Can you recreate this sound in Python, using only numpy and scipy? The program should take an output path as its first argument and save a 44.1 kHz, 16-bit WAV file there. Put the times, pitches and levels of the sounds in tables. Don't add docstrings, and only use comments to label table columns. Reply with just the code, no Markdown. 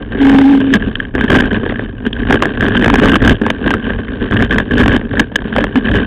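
import sys
import numpy as np
from scipy import signal
from scipy.io import wavfile
from scipy.ndimage import uniform_filter1d

SR = 44100
rng = np.random.default_rng(int(sys.argv[2]) if len(sys.argv) > 2 else 0)


def ratio(d):
    e = np.asarray(d, float) / 20
    return 10 ** e


def master(y):
    cut = np.clip(np.atleast_2d(y).T, -1, 1)
    pcm = np.round(cut * 32767)
    wavfile.write(sys.argv[1], SR, pcm.astype(np.int16))


N = 267246


def in_time(rows):
    s, *columns = np.transpose(rows)
    return [np.interp(np.arange(N) / SR, s, c) for c in columns]


def rms_one(x):
    return x / np.sqrt(np.mean(x ** 2) + 1e-20)


def drift(rate_hz):
    r = np.exp(-2 * np.pi * rate_hz / SR)
    settling = 20000
    slow = signal.lfilter([1], [1, -2 * r, r * r], rng.standard_normal(N + settling))
    return rms_one(slow[settling:])


def resonance(x, hz, width_hz):
    r = np.exp(-np.pi * width_hz / SR)
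    poles = [1, -2 * r * np.cos(2 * np.pi * hz / SR), r * r]
    return signal.lfilter([(1 - r * r) / 2, 0, (r * r - 1) / 2], poles, x + 1e-18)


def body(x, modes):
    total = 0
    for k, (hz, width_hz, db) in enumerate(modes):
        total = total + (-1) ** k * ratio(db) * resonance(x, hz, width_hz)
    return total


def grains(per_s, spread_db):
    sizes = ratio(spread_db * np.minimum(rng.exponential(1, N), 4)) * rng.choice([-1, 1], N)
    return rms_one(sizes * (rng.random(N) < per_s / SR))


def tread():
    knob_phase = np.cumsum(68 * ratio(3.2 * drift(20))) / SR
    slaps = np.diff(np.floor(knob_phase), prepend=0)
    slaps = slaps * ratio(3.65 * np.clip(rng.standard_normal(N), -2, 1.2))
    fade = np.exp(-1000 / 1.95 / SR)
    return rms_one(signal.lfilter([1], [1, -2 * fade, fade * fade], slaps))


def road():
    # time in seconds, jolting in dB.
    smooth_bed = [(0, -16.5), (.07, -33.5), (.8, -28), (1.1, -29), (1.55, -29.5), (1.78, -24.5),
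                  (1.95, -31), (2.5, -21), (3.38, -25), (3.55, -25.5), (3.8, -22), (4.05, -24.5),
                  (4.67, -26.5), (5.05, -26), (5.3, -30.5), (5.45, -25), (5.72, -26.5), (6.06, -18.5)]
    # start in seconds, length in seconds, jolting in dB,
    # low buffeting in dB relative to the jolting.
    rough_stretches = [(0.095, 0.1, -21, -1.5), (0.2, .22, -11.5, -7), (0.439, 0.18, -16.5, -12.5),
                       (0.593, 0.17, -22.5, -5), (0.716, 0.048, -10, -6.5), (0.78, 0.11, -20.5, 2),
                       (1.138, 0.12, -15.5, -1.5), (1.274, 0.13, -8.5, -5), (1.409, 0.066, -15, -2),
                       (1.498, 0.077, -13.5, -5.5), (1.603, 0.13, -18, -3), (2.038, 0.032, -15.5, -3),
                       (2.119, 0.17, -24, 4.5), (2.257, 0.12, -16, -6), (2.37, 0.082, -19.5, -3.5),
                       (2.574, 0.24, -15, -0.5), (2.794, 0.2, -14.5, -3), (3.004, 0.16, -7.5, -5),
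                       (3.204, 0.12, -7, -0.5), (3.391, 0.12, -19.5, -4), (3.626, 0.12, -12.5, -6),
                       (3.837, 0.16, -22.5, 3.5), (4.206, 0.059, -17, -1), (4.302, 0.14, -12.5, -0.5),
                       (4.487, 0.11, -14.5, -0.5), (4.703, 0.2705, -12.5, 0), (5.099, 0.13, -17.5, -4.5),
                       (5.52, 0.13, -16.5, -4), (5.744, 0.037, -11, -16), (5.84, .155, -13.5, -1)]
    rise_s, settle_s = 0.021, 0.026
    breeze_db, gust_lag_s = -26, 0.05
    t = np.arange(N) / SR
    jolt_power, buffet_power = ratio(2 * in_time(smooth_bed)[0]), ratio(2 * breeze_db)
    for s, length_s, db, low_db in rough_stretches:
        rise = np.clip((t - s) / rise_s, 0, 1) ** 2
        shape = rise * np.exp(-4 * np.clip(t - s - length_s, 0, None) / settle_s)
        jolt_power = jolt_power + ratio(2 * db) * shape
        buffet_power = buffet_power + ratio(2 * (db + low_db)) * shape
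    buffet_power = uniform_filter1d(buffet_power, int(gust_lag_s * SR))
    return 10 * np.log10(jolt_power), 10 * np.log10(buffet_power)


def frame_shake(shake_db, slaps):
    # frequency in Hz, width in Hz, level in dB.
    mount_modes = [(229.6, 50.4, 6.5), (309.5, 39.8, 1.5), (396.6, 53.7, 0), (472, 246, -19.5)]
    jolts = grains(900, spread_db=4.0) * (1.22 + slaps)
    edges = ratio(-30.0) * signal.lfilter([1], [1, -.93], jolts)
    mount_ring = signal.lfilter([.12], [1, -.88], body(jolts, mount_modes))
    return ratio(shake_db - 2.5) * rms_one(mount_ring + ratio(-19.5) * edges)


def gravel(gravel_db, slaps):
    # frequency in Hz, width in Hz, level in dB.
    case_modes = [(1098, 300, -5), (1577.6, 223, 5.5), (1704, 315, 0.5), (2650, 1750, -11.5),
                  (3037, 460, -7), (4175, 1500, -6)]
    rung = 0
    for hz, width_hz, db in case_modes:
        crunch = grains(3000, spread_db=-2.0) * (0.18 + slaps)
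        ring = resonance(resonance(crunch, hz, width_hz), hz, 0.6 * width_hz)
        rung = rung + ratio(db) * ring
    return ratio(gravel_db - 3.5) * rms_one(rung)


def knocks(jolt_db):
    # time in seconds, broad crack in dB, case ring in dB, mount thump in dB.
    rocks = [(0.385, 1.5, -2, 7.5), (1.351, 3, -3.5, -18), (1.758, -20, -11.5, -28), (2.3072, 0.5, -7, 3.5),
             (2.3247, 3.5, 0, 5.5), (2.403, -14, -23, -34), (2.423, 15, -14, 0.5), (2.4542, -9.5, -2, 0),
             (2.7521, -1, -4.5, -1.5), (2.8431, 5.5, 0.5, 0), (2.88, 4.5, -4, -4), (2.8999, 7, -11.5, -15),
             (2.94, 10, -10, 3), (2.9563, 9.5, -15, -21.5), (2.9981, -1, -18, -22), (3.0565, 7.5, -12, -11),
             (3.1337, -2, -14, 1.5), (3.1554, 4.5, -1.5, -12), (3.464, 2.5, -7.5, 1),
             (3.5023, 7.5, -27.5, -16), (3.678, -2.5, -7.5, -5), (3.705, 3.5, -7, -22),
             (3.7387, 4.5, -13, -2), (4.3286, -7, -17.5, -20.5), (4.583, 5.5, 1, -6),
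             (4.8591, 2, -12.5, -29), (4.8795, 5.5, -30, -19.5), (5.5629, 0.5, -10, -6.5),
             (5.6407, 2.5, -7.5, -1), (5.756, -2, -10, -16)]
    # time in seconds, mount thump in dB, case ring in dB.
    hollows = [(0.2037, -8.5, -12), (0.2469, -10, -9.5), (0.2677, -4, -12.5), (0.2955, 0, -4.5),
               (1.1504, 1, -6), (1.1909, -20, -16), (1.2096, -9, -4.5), (1.3006, 6.5, 2),
               (1.515, -5.5, -10), (1.6612, -2, -12), (2.5459, -12, -21), (2.607, -6, -2.5),
               (2.6827, -6.5, -6), (2.7199, -15, -13), (2.8229, -0.5, -4), (3.0195, 3, -16.5),
               (3.033, 6, -5), (3.2034, -15, -14), (3.4437, -20.5, -20), (3.6615, 2.5, -13),
               (4.3096, -6, -12), (4.4228, 1.5, -3.5), (4.5247, -10, -7), (4.9628, 3.5, -2.5),
               (5.1334, -5.5, -20), (5.5269, -11, -12), (5.5823, 7.5, -4.5), (5.8551, -9, -20),
               (2.6524, -8.5, -6.5), (5.9396, -9.5, -7.5)]
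    # time in seconds, case ring in dB, bright ring in dB relative to the case.
    taps = [(0.7372, 9, -7), (0.8226, -14, -18), (0.9541, -8.5, 1.5), (1.0007, -3.5, -10),
            (1.051, -17.5, -5), (1.24, -11, -3.5), (2.0645, -10, -3.5), (2.1288, -17.5, 9.5),
            (2.233, -12, -14), (3.353, -21, 3), (2.767, -8.5, 2.5), (3.2224, -7.5, -15),
            (3.2948, 5.5, -1.5), (3.641, -15, -19), (3.921, -18, -11), (4.0822, -14, -16),
            (4.268, -18, -27), (4.3705, -7, -4.5), (4.5085, -4, -6), (4.7097, -9, -19.5),
            (4.7396, -21, -22), (4.78, -4, -14.5), (4.8325, -3.5, -32), (5.1116, -14.5, -27),
            (5.1707, -6.5, -22), (5.1953, 31.5, -5.5), (5.3573, 10, -2), (5.884, -4.5, -19.5),
            (5.9534, -6.5, -10), (5.9865, -9.5, -10.5)]
    # time in seconds, case ring in dB.
    rattle = [(.9131, -13), (1.18, -6.5), (1.3279, 1), (1.3603, 4.5), (1.4212, -2.5), (1.552, -7.5),
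              (1.6963, -7), (1.722, -9), (1.7928, -10.5), (2.3413, 2.5), (2.3554, -2), (2.4334, -1.5),
              (2.574, -10), (2.6254, 0), (2.859, 3.5), (3.0759, 2.5), (3.2575, -9), (3.2755, 12),
              (3.4818, -9), (3.9025, -4), (4.4054, -1.5), (4.9172, -1), (4.6, -1), (5.0125, -13),
              (5.3879, -14.5), (5.4194, -12.5), (5.6063, 0.5), (5.667, -9), (5.8993, -12), (6.0122, -12.5)]
    rows = [(s, case, case - 13, thump, crack) for s, crack, case, thump in rocks]
    rows += [(s, case, case - 10, thump, case - 11.5) for s, thump, case in hollows]
    rows += [(s, case, case + bright, case - 14.5, case - 27.5) for s, case, bright in taps]
    ticks = np.cumsum(.045 * ratio(4.5 * rng.standard_normal(130)))
    ticks = ticks[ticks < N / SR]
    tick_db = jolt_db[(ticks * SR).astype(int)] + 3
    light = np.vstack([rattle, np.c_[ticks, tick_db]])
    colours_db = np.array([-5.5, -18, 0.5, -7.5]) + rng.normal(0, 2.9, (len(light), 4))
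    return np.vstack([rows, np.c_[light[:, 0], light[:, 1:] + colours_db]])


def struck(at, peak_db, hz, width_hz, scatter_ms, clean=0):
    t = np.arange(1500) / SR
    contact = rng.standard_normal((len(at), len(t))) + clean * np.sin(2 * np.pi * hz * t)
    chatter = contact * np.sqrt(t) * np.exp(-t * 1000 / scatter_ms)
    rings = resonance(resonance(chatter, hz, width_hz), hz, 2.18 * width_hz)
    rings = rings * (ratio(peak_db) / np.abs(rings).max(axis=1))[:, None]
    out = np.zeros(N + len(t))
    np.add.at(out, at[:, None] + np.arange(len(t)), rings)
    return out[:N]


def bumps(jolt_db):
    s, case_db, bright_db, thump_db, crack_db = knocks(jolt_db).T
    at = (s * SR).astype(int)
    case = struck(at, case_db, 1670, 293, scatter_ms=1.01, clean=.25)
    bright = struck(at, bright_db, 3100, 600, scatter_ms=1.3, clean=.15)
    thump = struck(at, thump_db - 5.0, 262.6, 244, scatter_ms=2.98)
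    push = struck(at, thump_db - 16.5, 82, 98, scatter_ms=4.8)
    crack = struck(at, crack_db, 730, 1030, scatter_ms=1.11)
    return case + bright + thump + push + crack


def brake():
    # time in seconds, pitch in Hz, level in dB.
    groan = [
        (.15, 276, -21),
        (.192, 277.2, -26.5),
        (.202, 274.4, -8),
        (.45, 272.6, -6),
        (.562, 280.7, -7),
        (.572, 266.9, -14.5),
        (.72, 273, -12.5),
        (.76, 253.8, -14.5),
        (.79, 258, -19),
    ]
    pitch_hz, level_db = in_time(groan)
    waver = rms_one(resonance(rng.standard_normal(N), 11, 10))
    phase = 2 * np.pi * np.cumsum(pitch_hz * (1 + .014 * waver)) / SR
    t = np.arange(N) / SR
    held = np.clip((t - groan[0][0]) * 60, 0, 1) * np.clip((groan[-1][0] - t) * 60, 0, 1)
    hiss = ratio(-17.5) * resonance(rng.standard_normal(N), 2800, 2500)
    return held * ratio(level_db + 5.0 + 1.4 * drift(49)) * (np.sin(phase) + hiss)


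def long_thump():
    start_s, pitch_hz = 5.756, 260.7
    t = np.arange(N) / SR - start_s
    held = np.clip(t * 900, 0, 1) * np.clip((.034 - t) * 150, 0, 1)
    return ratio(-4.5) * held * np.sin(2 * np.pi * pitch_hz * t)


def wind(wind_db):
    # frequency in Hz, width in Hz, level in dB.
    port_modes = [(33.84, 9.3, -2), (54, 13, -1), (105.2, 30, -3.5)]
    gusts = rng.standard_normal(N) * ratio(1.2 * drift(20.0))
    return ratio(wind_db - 1.5) * rms_one(signal.lfilter([.03], [1, -.97], body(gusts, port_modes)))


def scene():
    jolt_db, wind_db = road()
    smooth_db = -27.5
    above_smooth_db = jolt_db - smooth_db
    shake_db = 5 + smooth_db + 0.9 * above_smooth_db
    gravel_db = -4 + smooth_db + 1.096 * above_smooth_db
    slaps = tread()
    rolling = frame_shake(shake_db, slaps) + gravel(gravel_db, slaps) + bumps(jolt_db)
    return (rolling + brake() + long_thump() + wind(wind_db))[None]


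def roll_off(x):
    return signal.sosfilt(signal.butter(12, 16480, fs=SR, output="sos"), x)


def record(dry):
    converter_top, output_top = .745, .717
    narrow = signal.resample_poly(dry, 80, 441, axis=1)
    narrow = np.clip(narrow, -converter_top, converter_top)
    narrow = signal.lfilter([.86, .86], [1, .72], narrow)
    smoother = signal.firwin(441 * 29 + 2, 1 / 441, window=("kaiser", 9))
    wide = signal.resample_poly(narrow, 441, 80, axis=1, window=smoother)
    wide = np.pad(wide, ((0, 0), (0, 10)))[:, :N]
    return roll_off(np.clip(wide, -output_top, output_top))


dry = scene()
out = record(dry)
master(out)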